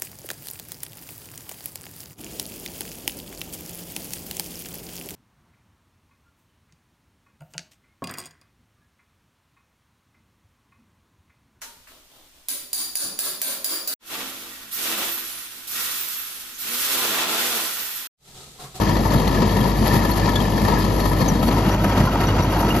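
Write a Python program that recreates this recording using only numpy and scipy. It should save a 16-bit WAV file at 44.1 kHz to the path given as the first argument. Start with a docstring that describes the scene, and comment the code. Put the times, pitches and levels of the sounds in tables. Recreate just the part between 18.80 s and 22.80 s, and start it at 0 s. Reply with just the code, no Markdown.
"""On open turf, a tractor-driven chain trencher cuts a few metres ahead; a second tractor idles beside it.
Teeth bite in a quick rhythm, driving soil and grit through ringing steel guards. Stones crunch, the chain
knocks on the guards, clods thud, the chain squeaks on stone. Exhaust tones and gear whines drone underneath.
Past halfway the listener shifts, and the machine moves from the left towards the centre."""
import sys
import numpy as np
from scipy import signal
from scipy.fft import rfft, irfft
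from scipy.io import wavfile
from scipy.ndimage import uniform_filter1d

SR = 44100
rng = np.random.default_rng(int(sys.argv[2]) if len(sys.argv) > 2 else 0)


def persist_wave(psi):
    """Save psi, clipped to +-1, as 16-bit WAV."""
    counts = np.round(np.clip(psi, -1, 1) * 32767).astype(np.int16)
    wavfile.write(sys.argv[1], SR, np.atleast_2d(counts).T)


N = 176400

# chain speed: time_s, teeth_per_s
CHAIN_SPEED = [(0, 12.6), (0.5, 13.5), (0.9, 13.7), (1.3, 12.5), (2, 12.3), (2.35, 13.6), (2.8, 12.85),
               (3.6, 12.7), (4, 12.3)]
# digging load: time_s, gain_db
DIG_LOAD = [(0, 2), (.1, 1.3), (.2, -1.4), (.34, 0.25), (.87, 1.2), (.94, -2), (1.09, 2.8), (1.15, 4),
            (1.22, -0.5), (1.47, 1.3), (1.73, -1), (1.9, 1.9), (2.1, -1.1), (2.5, -.3), (2.63, -2.4),
            (2.69, 0), (2.9, 0), (2.98, -2.5), (3.19, 1.4), (3.31, -3.5), (3.42, -0.8), (3.68, -1.5),
            (3.75, 1.5), (3.81, -0.5), (3.88, 0.7), (4, 0.5)]
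# stones crunching in the chain: centre_s, half_width_s, swell_db
STONE_CRUNCHES = [(.09, .005, 2.5), (0.257, 0.008, 4), (0.342, 0.012, 5), (.479, .005, 4),
                  (.813, 0.0046, 3), (1.076, 0.0064, 3.5), (1.163, 0.012, 3.5), (1.253, 0.0034, 7),
                  (1.398, 0.0051, 5), (1.493, 0.0046, 5.5), (1.561, 0.0054, 5), (1.856, 0.0073, 2.5),
                  (1.886, 0.014, 3.5), (2.051, 0.0089, 3.5), (2.204, .007, 5), (2.416, 0.0094, 7.5),
                  (2.492, .003, 5), (2.683, 0.011, 6), (2.725, .016, 3.5), (2.895, .008, 3),
                  (3.047, 0.0065, 8.5), (3.127, .005, 4), (3.18, .011, 5), (3.208, .008, 4.5),
                  (3.357, .004, 4.5), (3.44, .006, 5), (3.598, 0.011, 6)]
# roar of chain and soil, with microphone colour above 8 kHz: freq_hz, gain_db
ROAR_COLOUR = [(30, -28.5), (45, -18), (65, -9.5), (90, -2), (130, 0), (220, 1), (290, -4), (400, -6),
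               (620, -7.8), (800, -9.2), (1150, -12.5), (1420, -26), (1570, -28.5), (1700, -21.5),
               (2200, -24), (2900, -26), (3600, -30), (5600, -30), (6200, -29.5), (7600, -31.5),
               (9200, -47), (10900, -33), (12100, -39), (12900, -57), (14000, -38.5), (15000, -34.5),
               (15500, -48)]
# steel guard resonances up to 5 kHz, plus a thin microphone ring at 11.6 kHz: freq_hz, width_hz, boost_db
RESONANCES = [(955, 100, 8), (1294, 123, 8.5), (1770, 350, 5.3), (3270, 280, 8), (3790, 200, 8),
              (4347, 280, 9.5), (4887, 400, 8.5), (11630, 590, 12)]
# low rumble of digging: time_s, gain_db
RUMBLE_GAIN = [(0, 0), (.93, 0), (1.15, 1), (1.22, -1), (1.7, -1), (2.05, .5), (2.12, -1), (2.19, 2.5),
               (2.35, -1), (2.47, 1.5), (2.8, -1.5), (2.88, -0.5), (2.97, -1.5), (3.2, -0.5), (3.3, -2),
               (3.6, -.5), (4, -1.5)]
# sizzle of fine soil: time_s, gain_db
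SIZZLE_GAIN = [(0, -1.5), (.35, 0), (.7, 0.5), (.95, -0.5), (1.1, 4), (1.32, 2), (1.55, -1.5), (1.9, 2),
               (2.3, 3.5), (2.55, 1.5), (2.9, 0.5), (3.3, 0.5), (3.6, -1.5), (3.85, 1), (4, 4.5)]
# chain knocking on the guards: start_s, pitch_hz, relative_db
GUARD_KNOCKS = [(.086, 4350, -24), (.091, 960, -12), (.252, 925, -11.5), (.335, 893, -14),
                (.476, 4330, -24), (.572, 1711, -22.5), (.810, 3240, -23.5), (.850, 947, -14.5),
                (1.073, 11700, -25), (1.108, 1830, -24), (1.186, 1885, -24), (1.249, 1740, -22),
                (1.309, 11644, -23), (1.429, 1722, -23.5), (1.475, 972, -16), (1.485, 1754, -23),
                (1.568, 1710, -23), (1.649, 1733, -25), (1.848, 1819, -22), (1.877, 951, -18),
                (1.926, 954, -18), (1.969, 1701, -22.5), (2.201, 4320, -24), (2.413, 4374, -21.5),
                (2.680, 4340, -24), (3.042, 1765, -23), (3.120, 904, -19), (3.270, 990, -14.5),
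                (3.353, 920, -15.5), (3.408, 1846, -23.5), (3.418, 952, -17), (3.589, 963, -18),
                (3.762, 889, -15), (3.828, 940, -12)]
# clods landing in the trench: start_s, pitch_hz, level_db
CLOD_THUDS = [(.068, 186, -17), (.151, 230, -16.5), (.345, 125, -13), (.62, 216, -12.5), (1.01, 216, -15),
              (1.14, 118, -18), (2.42, 160, -15), (2.512, 204, -13), (2.635, 231, -16), (2.73, 140, -17),
              (2.868, 200, -12.5), (3.043, 203.9, -17), (3.172, 200, -15), (3.196, 123, -10.5),
              (3.593, 167, -15.5)]
# chain slipping on stone, plus one stone clinking on steel at 1.312 s: start_s, final_pitch_hz, relative_db,
# decay_s, fall_hz
CHAIN_SQUEAKS = [(1.312, 4340, -26, 0.0064, 0), (1.555, 3420, -18, 0.0075, 0), (1.6, 3245, -24, 0.0065, 0),
                 (2.48, 5550, -21, 0.009, 1400), (2.91, 5820, -32, 0.011, 0),
                 (3.467, 5800, -28, 0.0051, 150), (3.621, 5794, -32, 0.01, 0), (3.901, 2834, -26, .011, 0)]
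# working tractor's exhaust: cycle_harmonic, first_place_db, second_place_db
WORK_EXHAUST = [(2, -26, -26), (3, -2, -2), (6, -5, -7), (12, -12, -11.5), (13, -17, -17.5)]
# idling tractor's exhaust: firing_harmonic, first_place_db, second_place_db
IDLE_EXHAUST = [(1, -22, -22), (2, -1, -.5), (3, 3.5, 1), (5, -3, -3.5)]
# gears and conveyor: pitch_hz, level_db
DRIVE_WHINES = [(315, -35.5), (444, -43)]
# likeness of the roar at the two ears: freq_hz, coherence
EAR_COHERENCE = [(120, 1), (300, 0.99), (600, 0.92), (1400, 0.88), (3500, 0.7), (6000, 0.34), (8000, 1),
                 (12000, 1)]
# path to the first listening place: freq_hz, right_db, right_lag_rad
FIRST_PATH = [(128, -1, 0.5), (476, -4.5, 0.5), (675, -9.5, 0.74), (960, -14.5, 0.23), (1262, -10.5, -2.5),
              (1366, -7, 7.5), (1732, 0.5, 0.33), (2330, -4, 0.8), (2780, -4, 0.97), (3330, -13.5, 1),
              (3960, -6.5, 0), (5000, -10.5, 0.7), (5400, -5, 0.3), (8180, -0.5, -3), (10200, 4, -4.5),
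              (11900, -1.5, -6.5), (13200, 0, -6.4), (15100, 0, -9.5)]
# path to the second listening place: freq_hz, left_db, right_db, right_lag_rad
SECOND_PATH = [(132, .5, 0, 0), (220, -.5, -1, .1), (300, 1.5, 1, .1), (440, -3, -3.3, 0.3),
               (620, .5, -1, -0.27), (970, -2.3, -4.6, 0.47), (1180, -0.5, -9, 1), (1380, 3.3, 6.7, 0.47),
               (1576, 7.5, 8, .6), (1735, -3, -4, 2), (1911.5, 1, 1, -0.5), (2300, 0, 0, -0.1),
               (2740, 1, 1, 1.3), (2870, 0, 7, 1.5), (3000, 0.5, 1, 2.2), (3400, -1, -7, 2),
               (4000, -2, -11, .5), (5000, -2.5, -11, .4), (5750, 1, -4, -0.1), (8400, -4.5, -3.5, -3.5),
               (9430, 4, 8.5, -3), (11040, -2.5, -3.5, -6), (13100, 2, 3, -7.5), (15000, -1, -1, -9)]

TIME_S = np.arange(N) / SR
FREQ_HZ = np.maximum(np.arange(N // 2 + 1) * SR / N, 1)
RING_AGE_S = np.arange(SR // 8) / SR


def trencher(roar_db=-18):
    """Soil rings the guards; the microphone colours the top. 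Returns partly alike left, right spectra."""
    force_db, pebbles = chain_force_db(), pebble_clinks()
    peaks_db = sum(db / (1 + (2 * (FREQ_HZ - hz) / width_hz) ** 2) for hz, width_hz, db in RESONANCES)
    response = minimum_phase(by_freq(ROAR_COLOUR) + peaks_db)
    roars = [irfft(soil(force_db, pebbles) * response, N) for _ in range(2)]
    near, other = (rfft(undb(roar_db) * unit(roar)) for roar in roars)
    coherence = by_freq(EAR_COHERENCE)
    impacts = rfft(chain_squeaks() + guard_knocks() + clod_thuds())
    return near + impacts, coherence * near + np.sqrt(1 - coherence ** 2) * other + impacts


def chain_force_db(bite_db=2.7, bite_width_teeth=.16, links_per_tooth=4, link_db=1.0, flutter_db=.55):
    """Soil load, links on the sprocket, and a tooth bite or a stone, whichever is harder."""
    teeth = cycles(curve(CHAIN_SPEED)) - .21
    from_bite = (teeth + .5) % 1 - .5
    bite = np.exp(-(from_bite / bite_width_teeth) ** 2) * (1 + .38 * wander(11))
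    cut_db = np.maximum(bite_db * bite, crunch_db())
    links = np.cos(2 * np.pi * links_per_tooth * teeth)
    return curve(DIG_LOAD) + cut_db + link_db * links + flutter_db * wander(45)


def crunch_db():
    """Each stone in the chain adds a brief bell-shaped swell."""
    return sum(db * np.exp(-((TIME_S - centre_s) / half_width_s) ** 2)
               for centre_s, half_width_s, db in STONE_CRUNCHES)


def soil(force_db, pebbles, rumble_below_hz=573, sizzle_above_hz=8300, grit_db=-5.5, pebble_db=-19):
    """Digging spectrum: low rumble, scraping with grit and pebbles, fine sizzle on top."""
    grains = undb(grit_db) * grit()
    rush = unit((rng.standard_normal(N) + grains) * undb(force_db))
    scrape = unit(flicker_bands(rush)) + undb(pebble_db) * pebbles
    sizzle = unit(rush * undb(curve(SIZZLE_GAIN) + 2.5 * wander(18)))
    rumble_db = .18 * force_db + curve(RUMBLE_GAIN) + .35 * crunch_db()  # follows the chain only in part
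    rumble = unit(rng.standard_normal(N) * undb(rumble_db + wander(21)))
    low = 1 / (1 + (FREQ_HZ / rumble_below_hz) ** 4)
    high = 1 / (1 + (sizzle_above_hz / FREQ_HZ) ** 8)
    return rfft(rumble) * np.sqrt(low) + rfft(scrape) * np.sqrt(1 - low) * (1 - high) + rfft(sizzle) * high


def grit(grains_per_s=1500, spread_db=2.5, decay_s=.0011):
    """Random grain impacts, each smeared into a tiny burst with a flat spectrum."""
    hits = (rng.random(N) < grains_per_s / SR) * rng.standard_normal(N)
    hits *= undb(spread_db * np.minimum(rng.exponential(size=N), 5))
    smear = rfft(rng.standard_normal(512) * np.exp(-TIME_S[:512] / decay_s), N)
    return unit(irfft(rfft(hits) * smear / np.abs(smear), N))


def flicker_bands(rush, depth_db=1.2, rate_hz=44.2):
    """Overlapping half-octave bands of the scraping flicker separately."""
    spectrum = rfft(rush)
    half_octaves = np.clip(2 * np.log2(FREQ_HZ / 500), 0, 9)
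    bands = (irfft(spectrum * np.maximum(1 - np.abs(half_octaves - k), 0), N) for k in range(10))
    return sum(band * undb(depth_db * wander(rate_hz)) for band in bands)


def pebble_clinks(clinks_per_s=70, low_hz=2900, high_hz=7080, spread_db=2.6, decay_s=.0051):
    """Pebbles tick against steel, each with its own pitch and size."""
    age_s = TIME_S[:2048]
    out = np.zeros(N + len(age_s))
    for when, pitch, size in rng.random((int(clinks_per_s * N / SR), 3)):
        start = int(when * N)
        hz = low_hz * (high_hz / low_hz) ** pitch
        db = spread_db * min(-np.log(1 - size), 3)
        out[start:start + len(age_s)] += undb(db) * np.exp(-age_s / decay_s) * np.sin(2 * np.pi * hz * age_s)
    return unit(out[:N])


def guard_knocks(gain_db=-1.5, decay_at_1khz_s=.012):
    """Each knock of the chain on the guards excites one resonance; higher ones die sooner."""
    return sum(undb(db + gain_db) * ring(start_s, hz, decay_s=decay_at_1khz_s * (hz / 1000) ** -.4,
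                                         rise_s=.0022, jitter_hz=80, overtone_ratio=1.37, overtone_db=-13)
               for start_s, hz, db in GUARD_KNOCKS)


def clod_thuds():
    """Clods land softly and boom for a few cycles."""
    return sum(undb(db) * ring(start_s, hz, decay_s=.013, rise_s=.0048,
                               jitter_hz=31, overtone_ratio=1.7, overtone_db=-9)
               for start_s, hz, db in CLOD_THUDS)


def chain_squeaks(gain_db=1.5, fall_s=.011):
    """Steel slips on stone and chirps, and one stone clinks on steel; some chirps fall in pitch as the slip
    slows."""
    slip = np.exp(-RING_AGE_S / fall_s)
    return sum(undb(db + gain_db) * ring(start_s, hz + fall_hz * slip, decay_s, rise_s=.0037,
                                         jitter_hz=110, overtone_ratio=2, overtone_db=-17)
               for start_s, hz, db, decay_s, fall_hz in CHAIN_SQUEAKS)


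def ring(start_s, pitch_hz, decay_s, rise_s, jitter_hz, overtone_ratio, overtone_db):
    """A slightly rough tone and one overtone: quick rise, exponential decay."""
    envelope = (1 - np.exp(-RING_AGE_S / rise_s)) ** 2 * np.exp(-RING_AGE_S / decay_s)
    jitter = unit(uniform_filter1d(rng.standard_normal(len(RING_AGE_S)), size=36))
    phase = 2 * np.pi * cycles(pitch_hz + jitter_hz * jitter)
    tone = np.sin(phase) + undb(overtone_db) * np.sin(overtone_ratio * phase)
    return np.pad(envelope / envelope.max() * tone, (int(start_s * SR), N))[:N]


def engine(tones, moved, rate_hz, speed_spread=.00441, waver_db=1.0):
    """Exhaust tones locked to one unsteady crankshaft; their balance depends on the listening place."""
    base_cycles = cycles(rate_hz * (1 + speed_spread * wander(1.7)))
    exhaust = 0
    for harmonic, first_db, second_db in tones:
        level_db = first_db * (1 - moved) + second_db * moved + waver_db * wander(6.4)
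        exhaust += undb(level_db) * np.sin(2 * np.pi * (harmonic * base_cycles + rng.random()))
    return unit(exhaust)


def drive_whine(waver_db=2.15, pitch_spread=.00724):
    """Gears and conveyor whine, wavering in level and pitch."""
    out = 0
    for hz, db in DRIVE_WHINES:
        amplitude = np.sqrt(2) * undb(db + waver_db * wander(5.1))
        pitch_hz = hz * (1 + pitch_spread * wander(10.6))
        out += amplitude * np.sin(2 * np.pi * cycles(pitch_hz))
    return out


def undb(db):
    """Decibels to amplitude."""
    return 10 ** (db / 20)


def unit(x):
    """Scale to rms 1."""
    return x / np.sqrt(np.mean(x ** 2))


def curve(table):
    """Join (time_s, value) rows by straight lines."""
    return np.interp(TIME_S, *np.array(table).T)


def by_freq(table, column=1):
    """Interpolate one column over log frequency."""
    rows = np.array(table)
    return np.interp(np.log(FREQ_HZ), np.log(rows[:, 0]), rows[:, column])


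def minimum_phase(gain_db):
    """Causal response for a gain curve, so rings follow their hits."""
    cepstrum = irfft(gain_db * np.log(10) / 20, N)
    cepstrum[1:N // 2] *= 2
    cepstrum[N // 2 + 1:] = 0
    return np.exp(rfft(cepstrum))


def wander(rate_hz):
    """Smooth random drift, rms 1."""
    return unit(irfft(rfft(rng.standard_normal(N)) * np.exp(-(FREQ_HZ / rate_hz) ** 2), N))


def cycles(rate_hz):
    """Cycles completed at a changing rate."""
    return np.cumsum(rate_hz) / SR


def scene(move_start_s=2.45, move_end_s=3.02, work_db=-23, idle_db=-32):
    """The trencher crossfades from one listening place to the next, over both engines and the whine."""
    left, right = trencher()
    first_right = right * undb(by_freq(FIRST_PATH)) * np.exp(-1j * by_freq(FIRST_PATH, 2))
    second_left = left * undb(by_freq(SECOND_PATH))
    second_right = right * undb(by_freq(SECOND_PATH, 2)) * np.exp(-1j * by_freq(SECOND_PATH, 3))
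    first = irfft(np.array([left, first_right]), N)
    second = irfft(np.array([second_left, second_right]), N)
    moved = curve([(move_start_s, 0), (move_end_s, 1)])
    working = undb(work_db) * engine(WORK_EXHAUST, moved, rate_hz=16.86)  # four-stroke cycle rate
    idling = undb(idle_db) * engine(IDLE_EXHAUST, moved, rate_hz=30.02)  # firing rate
    return first * (1 - moved) + second * moved + working + idling + drive_whine()


def record(dry):
    """Steep low-pass at 15.4 kHz."""
    return signal.sosfilt(signal.ellip(8, .2, 80, 15400, fs=SR, output="sos"), dry)


dry = scene()
out = record(dry)
persist_wave(out)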